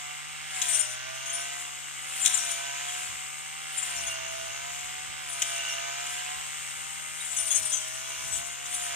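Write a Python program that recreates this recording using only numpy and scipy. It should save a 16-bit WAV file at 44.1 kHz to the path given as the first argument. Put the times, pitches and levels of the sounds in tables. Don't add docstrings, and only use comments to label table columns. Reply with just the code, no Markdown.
import sys
import numpy as np
from scipy import signal
from scipy.fft import rfft, irfft, next_fast_len
from scipy.io import wavfile

SR = 44100
rng = np.random.default_rng(int(sys.argv[2]) if len(sys.argv) > 2 else 0)


def transcribe(u):
    v = np.clip(np.atleast_2d(u).T, -1, 1)
    q = np.round(v * 32767).astype(np.int16)
    wavfile.write(sys.argv[1], SR, q)


N = 394694
TIME = np.arange(N) / SR

# time_s, effort_db
EFFORT = [(0, -1), (.28, -2), (.44, 0), (.63, 6.5), (.87, 3.5), (1.0, 5), (1.45, 2), (1.78, -4),
          (2.02, -2.5), (2.27, 5.5), (2.98, 3), (3.32, -4), (3.63, -2), (3.9, 4.5), (4.25, 1.5),
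          (4.72, 0.5), (5.02, -0.5), (5.3, -0.5), (5.5, 5), (6.2, 4), (6.52, 0), (7.08, -2.5), (7.33, -0.5),
          (8.08, 0.5), (8.6, -3.5), (8.95, 4.5)]
# time_s, share (0-1)
FULL_FIRING = [(.8, 0.4), (.87, 0.86), (1.2, 0.84), (1.35, 0.06), (7.72, 0.16), (7.85, 0.5), (7.98, 0.55),
               (8.08, 0)]


def amp(db):
    return 10 ** (np.asarray(db) / 20)


def unit(x):
    return x / np.sqrt(np.mean(x ** 2) + 1e-20)


def curves(rows):
    times_s, *columns = np.transpose(rows)
    return [np.interp(TIME, times_s, column) for column in columns]


def colour(x, spectrum):
    hz, db = np.transpose(spectrum)
    size = next_fast_len(N, True)
    gain = amp(np.interp(np.log(np.fft.rfftfreq(size, 1 / SR) + 1), np.log(hz), db))
    return irfft(rfft(x, size) * gain, size)[:N]


def noise():
    return rng.standard_normal(N)


def wander(per_s):
    knots = rng.standard_normal(4096)
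    return np.interp(TIME * per_s, np.arange(len(knots)), knots)


def ring(x, hz, width_hz):
    carrier = np.exp(2j * np.pi * np.cumsum(hz * np.ones(len(x))) / SR)
    pole = np.exp(-np.pi * width_hz * np.sqrt(2) / SR)
    return unit((carrier * signal.lfilter([1], [1, -2 * pole, pole * pole], x / carrier)).real)


def grains(per_s, spread_db):
    size = amp(spread_db * np.minimum(rng.exponential(1, N), 4))
    return unit(noise() * size * (rng.random(N) < per_s / SR))


def swells(rows, rise_s, fall_s):
    power = np.zeros(N)
    for start_s, length_s, db in rows:
        away = np.maximum(start_s - TIME, 0) / rise_s + np.maximum(TIME - start_s - length_s, 0) / fall_s
        power += (amp(db) * np.exp(-np.minimum(away, 20))) ** 2
    return np.sqrt(power)


def add(mix, start_s, sound):
    part = mix[max(round(start_s * SR), 0):][:len(sound)]
    part += sound[:len(part)]


def wind(gain_db=6, correlation=-0.61):
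    # time_s, level_db
    breeze = [(0, -71), (.8, -63.5), (1.2, -70), (2.3, -65.5), (3.5, -69), (4.3, -60), (5.9, -67.5),
              (6.7, -65), (7.9, -68), (8.95, -62.5)]
    # start_s, length_s, level_db
    gusts = [(3.1, 0.023, -57), (3.97, 0.1, -56), (5.09, 0.032, -57), (6.37, 0.022, -61),
             (7.39, 0.054, -60), (7.62, 0.014, -54), (8.24, 0.17, -53.5), (8.74, 0.023, -58)]
    # frequency_hz, gain_db
    buffet = [(15, -24), (35, -21), (60, 3.5), (95, -2), (140, -2), (220, -13.5), (400, -17), (1000, -58)]
    blow = np.hypot(amp(curves(breeze)[0]), swells(gusts, rise_s=.04, fall_s=.04))
    left, independent = (unit(colour(noise(), buffet)) for _ in range(2))
    right = correlation * left + np.sqrt(1 - correlation ** 2) * independent
    return amp(gain_db) * blow * np.array([amp(-3) * left, right])


def crank_pulse(turn_phase):
    return np.exp(-(turn_phase % 1) / .13)


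def gear_head(cycles):
    # frequency_hz, width_hz, gain_db
    modes = [(2819, 103, -9.5), (6660, 100, -15.5)]
    # start_s, length_s, level_db
    surges = [(.72, 0.13, -37), (1.29, 0.038, -41), (4.02, 0.34, -35.5), (5.57, 0.19, -31)]
    effort_db, = curves(EFFORT)
    running = amp(-44 + .17 * effort_db + 2 * wander(9.8))
    shake = noise() * (.2 + crank_pulse(cycles))
    ringing = sum(amp(db) * ring(shake, hz, width) for hz, width, db in modes)
    return np.hypot(running, swells(surges, rise_s=.048, fall_s=.048)) * ringing


def engine_clatter(cycles, speed_hz):
    # frequency_hz, density_db
    spectrum = [(150, -99), (400, -92), (580, -85), (740, -80.5), (1100, -79.5), (1700, -79.5),
                (2150, -88.5), (2500, -74), (2900, -71.5), (3400, -75), (4300, -81.5), (5500, -78.5),
                (10000, -114), (15000, -103)]
    effort_db, = curves(EFFORT)
    full_firing, = curves(FULL_FIRING)
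    puffs = crank_pulse(cycles) + np.interp(full_firing, [0, .5], [.55, 1]) * crank_pulse(cycles + .5)
    sharp = unit(noise() * (.7 + puffs))
    blurred = unit(noise() * (1 + puffs))
    drive = colour(sharp, [(2000, 0), (2500, -3), (3500, -20)])
    drive += colour(blurred, [(1800, -20), (2500, -3), (3000, 0)])
    clatter = np.sqrt(SR / 2) * colour(drive, spectrum)
    cover_buzz = amp(-48 + .39 * (speed_hz - speed_hz.mean())) * ring(blurred, 2123, 350)
    return amp(-2 + .7 * effort_db - 4 * full_firing) * (clatter + cover_buzz)


def engine_tone(cycles, speed_hz, gain_db=-0.67, waver_db=2.5, flutter_db=1.5, smear_s_per_hz=1.1e-6):
    # multiple, level_db, db_per_effort_db, full_firing_gain_db
    partials = [(2, -53.5, 0.2, 3), (3, -72, 0.2, -18), (4, -69.0, -0.3, 2), (5, -66.0, 0.9, -20),
                (6, -67.5, 0.8, 0), (7, -65.0, 0.2, -18), (8, -70.0, 1.1, -9), (10, -58.0, 0.7, -6),
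                (12, -63.0, 0.2, -1), (13, -66.0, 0.8, -16), (14, -59.0, 1.1, -8), (15, -62.0, 0.3, -22),
                (16, -63.0, -0.8, 2), (17, -66.5, 0.1, -14), (18, -61.5, 0.8, 0), (19, -64.0, 0.8, -19),
                (20, -65.5, -0.1, -2), (21, -68.5, 0.8, -13), (22, -61.0, 0.9, -3), (23, -68.5, 1.3, -20),
                (24, -65.5, 1.5, -1), (25, -69.5, 0.8, -14), (26, -61.5, 0.6, 2), (27, -65.5, 0.0, -9),
                (28, -62.0, 0.4, 4), (30, -63.5, 0.2, 1), (32, -65.0, 0.3, -1), (34, -62.0, 1.2, -5),
                (36, -61.5, 0.9, -5), (38, -66.0, 0.5, -2), (40, -66.0, 0.6, -1), (42, -62.5, 0.7, -2)]
    # frequency_hz, half_width_hz, lift_db
    muffler = [(682, 88, 11), (990, 55, 4), (1246, 107, 4), (1500, 150, 5.5), (1840, 26, 3), (2066, 80, 6),
               (2307, 108, 7), (2806, 135, 7)]
    effort_db, = curves(EFFORT)
    full_firing, = curves(FULL_FIRING)
    grid_hz = np.arange(0, 4000, 8)
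    peaks = [amp(db) / (1 + ((grid_hz - hz) / width) ** 2) for hz, width, db in muffler]
    lift_db = 10 * np.log10(1 + sum(peak ** 2 for peak in peaks))
    uneven = wander(70)
    out = np.zeros(N)
    for k, level_db, follows, full_db in partials:
        hz = k * speed_hz
        db = level_db + follows * effort_db + full_db * full_firing + np.interp(hz, grid_hz, lift_db)
        if k > 20:
            db += 1
        lag = np.pi * smear_s_per_hz * (hz - 1200) ** 2
        phase = 2 * np.pi * k * cycles - lag
        if k > 2:
            db += waver_db * wander(9)
            db += flutter_db * (uneven + wander(45)) / 2
            phase += .8 * rng.standard_normal() + .1 * wander(30)
        out += amp(db) * np.cos(phase)
    return amp(gain_db) * np.sqrt(2) * out


def blade_bite():
    # start_s, length_s, strength_db
    cuts = [(.57, 0.35, -46.5), (.71, 0.062, -35.5), (1.15, 0.052, -52.5), (1.32, 0.14, -48.5),
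            (1.61, 0.013, -46.5), (2.17, 0.22, -40.5), (2.46, 0.071, -41), (2.9, 0.17, -48.5),
            (3.79, 0.073, -42.5), (3.9, 0.2, -45), (4.32, 0.18, -50.5), (4.75, 0.1, -58),
            (5.33, 0.24, -45.5), (5.69, 0.052, -49), (6.11, 0.023, -46.5), (7.2, 1.3, -49.5),
            (7.38, 0.32, -41), (7.55, 0.02, -36.5), (8.3, 0.089, -42.5), (8.74, 0.14, -42.5)]
    return swells(cuts, rise_s=.068, fall_s=.052) * amp(.5 * wander(28))


def blade_whirr(speed_hz, bite):
    # time_s, level_db
    whirr = [(0, -41.5), (.35, -44), (1.0, -46), (1.35, -41), (1.85, -40.5), (2.6, -40), (2.95, -38),
             (3.65, -41.5), (4.45, -42.5), (4.75, -38.5), (5.25, -43), (5.85, -40), (6.6, -38.5),
             (7.8, -39), (8.95, -40)]
    # frequency_hz, gain_db
    rush_spectrum = [(3000, -4.5), (5000, -12), (6400, 9.5), (8400, 7), (9200, 5.5), (10500, -3),
                     (12500, 0), (15500, -12)]
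    # speed_hz, pitch_hz
    whistle_pitch = [(63, 5500), (68, 6450), (72, 7420), (76, 8200), (80, 8550)]
    free_running = amp(curves(whirr)[0] + .23 * curves(EFFORT)[0])
    whistle = ring(noise(), np.interp(speed_hz, *np.transpose(whistle_pitch)), width_hz=1060)
    rush = unit(colour(noise(), rush_spectrum))
    return np.hypot(free_running, amp(-5) * bite) * (amp(-7) * rush + amp(-8) * whistle)


def strikes(tooth_hz=560, release_s=.0029, after_s=.17):
    # start_s, level_db, contact_s, knock_hz, after_ring_db
    hits = [(0.6173, -27.5, 0.0073, 3670, -9.5), (0.807, -38, 0.0072, 2290, -7),
            (1.26, -42, 0.0057, 3320, -16), (2.2505, -24, 0.001, 3570, -14), (2.26, -18, 0.003, 3800, -17),
            (2.269, -26, 0.011, 3620, -18), (5.4195, -23.5, 0.0056, 3260, -14),
            (6.067, -35.5, 0.003, 3100, -22), (7.365, -37.5, 0.0044, 3440, -24),
            (7.574, -41, 0.0064, 3180, -20), (8.659, -38.5, 0.0068, 3400, -22),
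            (8.741, -40, 0.0064, 3400, -20)]
    # frequency_hz, width_hz, gain_db
    clank_modes = [(6700, 2330, 22), (8540, 1240, 9)]
    out, t = np.zeros(N), np.arange(SR // 3) / SR
    for start_s, level_db, contact_s, knock_hz, after_db in hits:
        teeth = unit(rng.standard_normal(len(t)) * (.8 + np.exp(-(t * tooth_hz % 1) / .25)))
        modes = [(knock_hz, 750, 19), *clank_modes]
        clank = unit(sum(amp(db) * ring(teeth, hz, width) for hz, width, db in modes))
        envelope = np.exp(-np.maximum(t - contact_s, 0) / release_s) + amp(after_db) * np.exp(-t / after_s)
        add(out, start_s, amp(level_db) * envelope * (clank + amp(-17) * teeth))
    return out


def chinks(per_s=110, low_hz=5900, high_hz=9800, mean_decay_s=.008, spread_db=3.5):
    out, t = np.zeros(N), np.arange(SR // 20) / SR
    for when, pitch, size, sustain in rng.random((int(per_s * N / SR), 4)):
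        hz = low_hz + (high_hz - low_hz) * pitch ** .7
        age = t / (mean_decay_s * (.5 + sustain))
        strength = amp(spread_db * min(-np.log(1 - size), 3))
        envelope = np.exp(-age) - np.exp(-10 * age)
        add(out, when * N / SR, strength * envelope * np.sin(2 * np.pi * hz * t))
    return unit(out)


def blade_ring(speed_hz, lead_db=3.5):
    # frequency_hz, width_hz, gain_db
    modes = [(3300, 420, 5), (5700, 26, 3.5), (6320, 40, 2), (6620, 380, 5), (7200, 18, 10), (7900, 18, 8),
             (8280, 80, 4), (8560, 20, 11), (9110, 24, 10), (9420, 24, 10.5), (9620, 24, 6.5)]
    stretch = 1 + .19 * (speed_hz / 69 - 1) + .0008 * wander(40)
    hail = grains(per_s=3000, spread_db=2.5)
    shares = np.array([amp(db + lead_db * wander(10)) for _, _, db in modes])
    shares /= np.linalg.norm(shares, axis=0)
    return unit(sum(share * ring(hail, hz * stretch, width) for share, (hz, width, _) in zip(shares, modes)))


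def tough_stalks(steel, gain_db=-10, other_modes_db=-5):
    # start_s, level_db, pitch_hz, length_s
    stalks = [(0.53, -34, 7250, 0.14), (0.669, -32, 3350, 0.036), (0.79, -34, 3050, .03),
              (0.685, -24, 8950, 0.032), (0.728, -16, 9440, 0.048), (0.748, -17, 9120, 0.029),
              (.792, -17, 8900, 0.043), (0.81, -34, 5580, 0.084), (0.82, -45, 7060, 0.073),
              (0.885, -36, 6100, 0.08), (1.26, -35, 6540, 0.069), (1.35, -35, 5700, 0.13),
              (1.288, -35, 3200, 0.058), (1.263, -39, 3300, 0.029), (1.299, -28, 6460, 0.023),
              (1.329, -25, 9620, 0.076), (2.215, -23, 7220, 0.075), (2.336, -22, 8340, 0.013),
              (2.3425, -16.5, 7200, 0.025), (2.29, -30, 5700, 0.07), (2.385, -27, 5670, 0.071),
              (2.376, -22, 6600, 0.016), (2.47, -31, 6780, 0.14), (2.883, -29, 3270, 0.032),
              (3.776, -26, 7350, 0.049), (3.828, -25, 7300, 0.03), (3.972, -31, 5700, 0.057),
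              (4.069, -28, 6680, 0.035), (4.058, -36, 3350, 0.061), (4.08, -45, 8240, .04),
              (5.693, -32, 5700, 0.1), (7.206, -32, 3830, 0.032), (7.245, -30.5, 7320, 0.066),
              (7.369, -25, 6440, 0.024), (7.364, -28, 8300, 0.025), (7.367, -21.5, 9530, 0.093),
              (7.389, -23, 8560, 0.04), (7.462, -26, 8900, 0.04), (7.506, -18.5, 6640, 0.045),
              (7.512, -28, 3414, 0.036), (7.545, -19.5, 6480, 0.052), (7.553, -19.5, 8500, 0.036),
              (7.562, -22, 9200, .04), (7.651, -21.5, 8860, 0.039), (7.698, -24, 9020, 0.034),
              (7.723, -34.5, 3260, 0.066), (7.718, -19.5, 6230, 0.086), (7.76, -37.5, 8460, 0.13),
              (7.81, -31, 3120, 0.061), (8.038, -37, 3350, 0.06), (8.101, -41.5, 5680, 0.45),
              (8.315, -26.5, 7910, 0.094), (8.331, -31, 7170, 0.089), (8.742, -22, 9440, 0.04)]
    out, t = np.zeros(N), np.arange(SR // 2) / SR
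    for start_s, level_db, pitch_hz, length_s in stalks:
        age = 4 * t / length_s
        envelope = amp(level_db + gain_db) * age * np.exp(1 - age)
        mode = ring(rng.standard_normal(len(t)), pitch_hz, width_hz=25)
        song = np.sqrt(2) * np.cos(np.angle(signal.hilbert(mode)))
        song *= amp(1.3 * wander(140)[:len(t)])
        other_modes = np.roll(steel, -round(start_s * SR))[:len(t)]
        add(out, start_s - .003, envelope * (song + amp(other_modes_db) * other_modes))
    return out


def cutting(speed_hz, bite, ring_db=2, shred_db=-2.5, chink_db=-13):
    # frequency_hz, gain_db
    shred_spectrum = [(500, -36), (900, -49), (1500, -4), (3200, -0.5), (4600, -0.5), (6500, -14),
                      (9400, 5.5), (10800, -0.5), (15000, -9)]
    steel = blade_ring(speed_hz)
    stems = unit(colour(grains(per_s=6000, spread_db=2), shred_spectrum))
    flicker = amp(3.04 * wander(60))
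    weeds = flicker * (amp(ring_db) * steel + amp(shred_db) * stems) + amp(chink_db) * chinks()
    return bite * weeds + tough_stalks(steel)


def brush_cutter(cycles, speed_hz, bite):
    engine = engine_tone(cycles, speed_hz) + engine_clatter(cycles, speed_hz)
    return engine + gear_head(cycles) + blade_whirr(speed_hz, bite) + cutting(speed_hz, bite) + strikes()


def ports(direct, scattered):
    # frequency_hz, left_minus_right_db, coherence, left_lead_rad
    pair = [(140.0, -1.06, 0.98, 2.81), (350.0, -4.35, 0.88, 2.97), (700.0, -6.42, 0.96, 3.63),
            (1200.0, -7.85, 0.92, 4.19), (2000.0, -6.41, 0.8, 5.55), (2900.0, -2.69, 0.73, 6.39),
            (3600.0, -6.39, 0.64, 6.73), (4400.0, -3.53, 0.39, 8.6), (5400.0, 4.26, 0.38, 8.71),
            (6300.0, 14.35, 0.46, 8.85), (7300.0, 14.18, 0.34, 12.99), (8600.0, 15.77, 0.29, 13.87),
            (9600.0, 5.77, 0.58, 13.7), (10700.0, -1.04, 0.39, 15.41), (13500.0, -10.59, 0.16, 17.63)]
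    hz, *columns = np.transpose(pair)
    bins_hz = np.fft.rfftfreq(N, 1 / SR)
    balance_db, coherence, lead_rad = (np.interp(bins_hz, hz, column) for column in columns)
    right = rfft(direct)
    left = (coherence * right + np.sqrt(1 - coherence ** 2) * rfft(scattered)) * np.exp(1j * lead_rad)
    return irfft([left * amp(balance_db / 2), right * amp(-balance_db / 2)], N)


def scene():
    # time_s, speed_hz
    engine_speed = [(0.0, 72.8), (0.35, 75.9), (0.5, 76.7), (0.69, 70.8), (0.84, 61.7), (1.02, 64.6),
                    (1.62, 71.8), (2.09, 75.9), (2.19, 75.6), (2.54, 68.3), (3.11, 73.7), (3.61, 77.5),
                    (3.76, 76.3), (4.04, 67.8), (4.16, 66.2), (4.44, 66.8), (4.98, 74.6), (5.21, 75.8),
                    (5.33, 69.4), (5.76, 67.9), (6.5, 75.7), (7.1, 79.5), (7.2, 79.4), (7.4, 68.0),
                    (7.75, 63.2), (8.08, 67.3), (8.23, 66.8), (8.52, 70.6), (8.75, 72.1), (8.95, 69.1)]
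    speed_hz, = curves(engine_speed)
    cycles = np.cumsum(speed_hz * (1 + .001 * wander(70))) / SR
    bite = blade_bite()
    direct, scattered = (brush_cutter(cycles, speed_hz, bite) for _ in range(2))
    return ports(direct, scattered) + wind()


def record(dry):
    low_pass = signal.firwin(511, 15450, window=("kaiser", 9), fs=SR)
    return signal.oaconvolve(dry, low_pass[None], "same")


dry = scene()
out = record(dry)
transcribe(out)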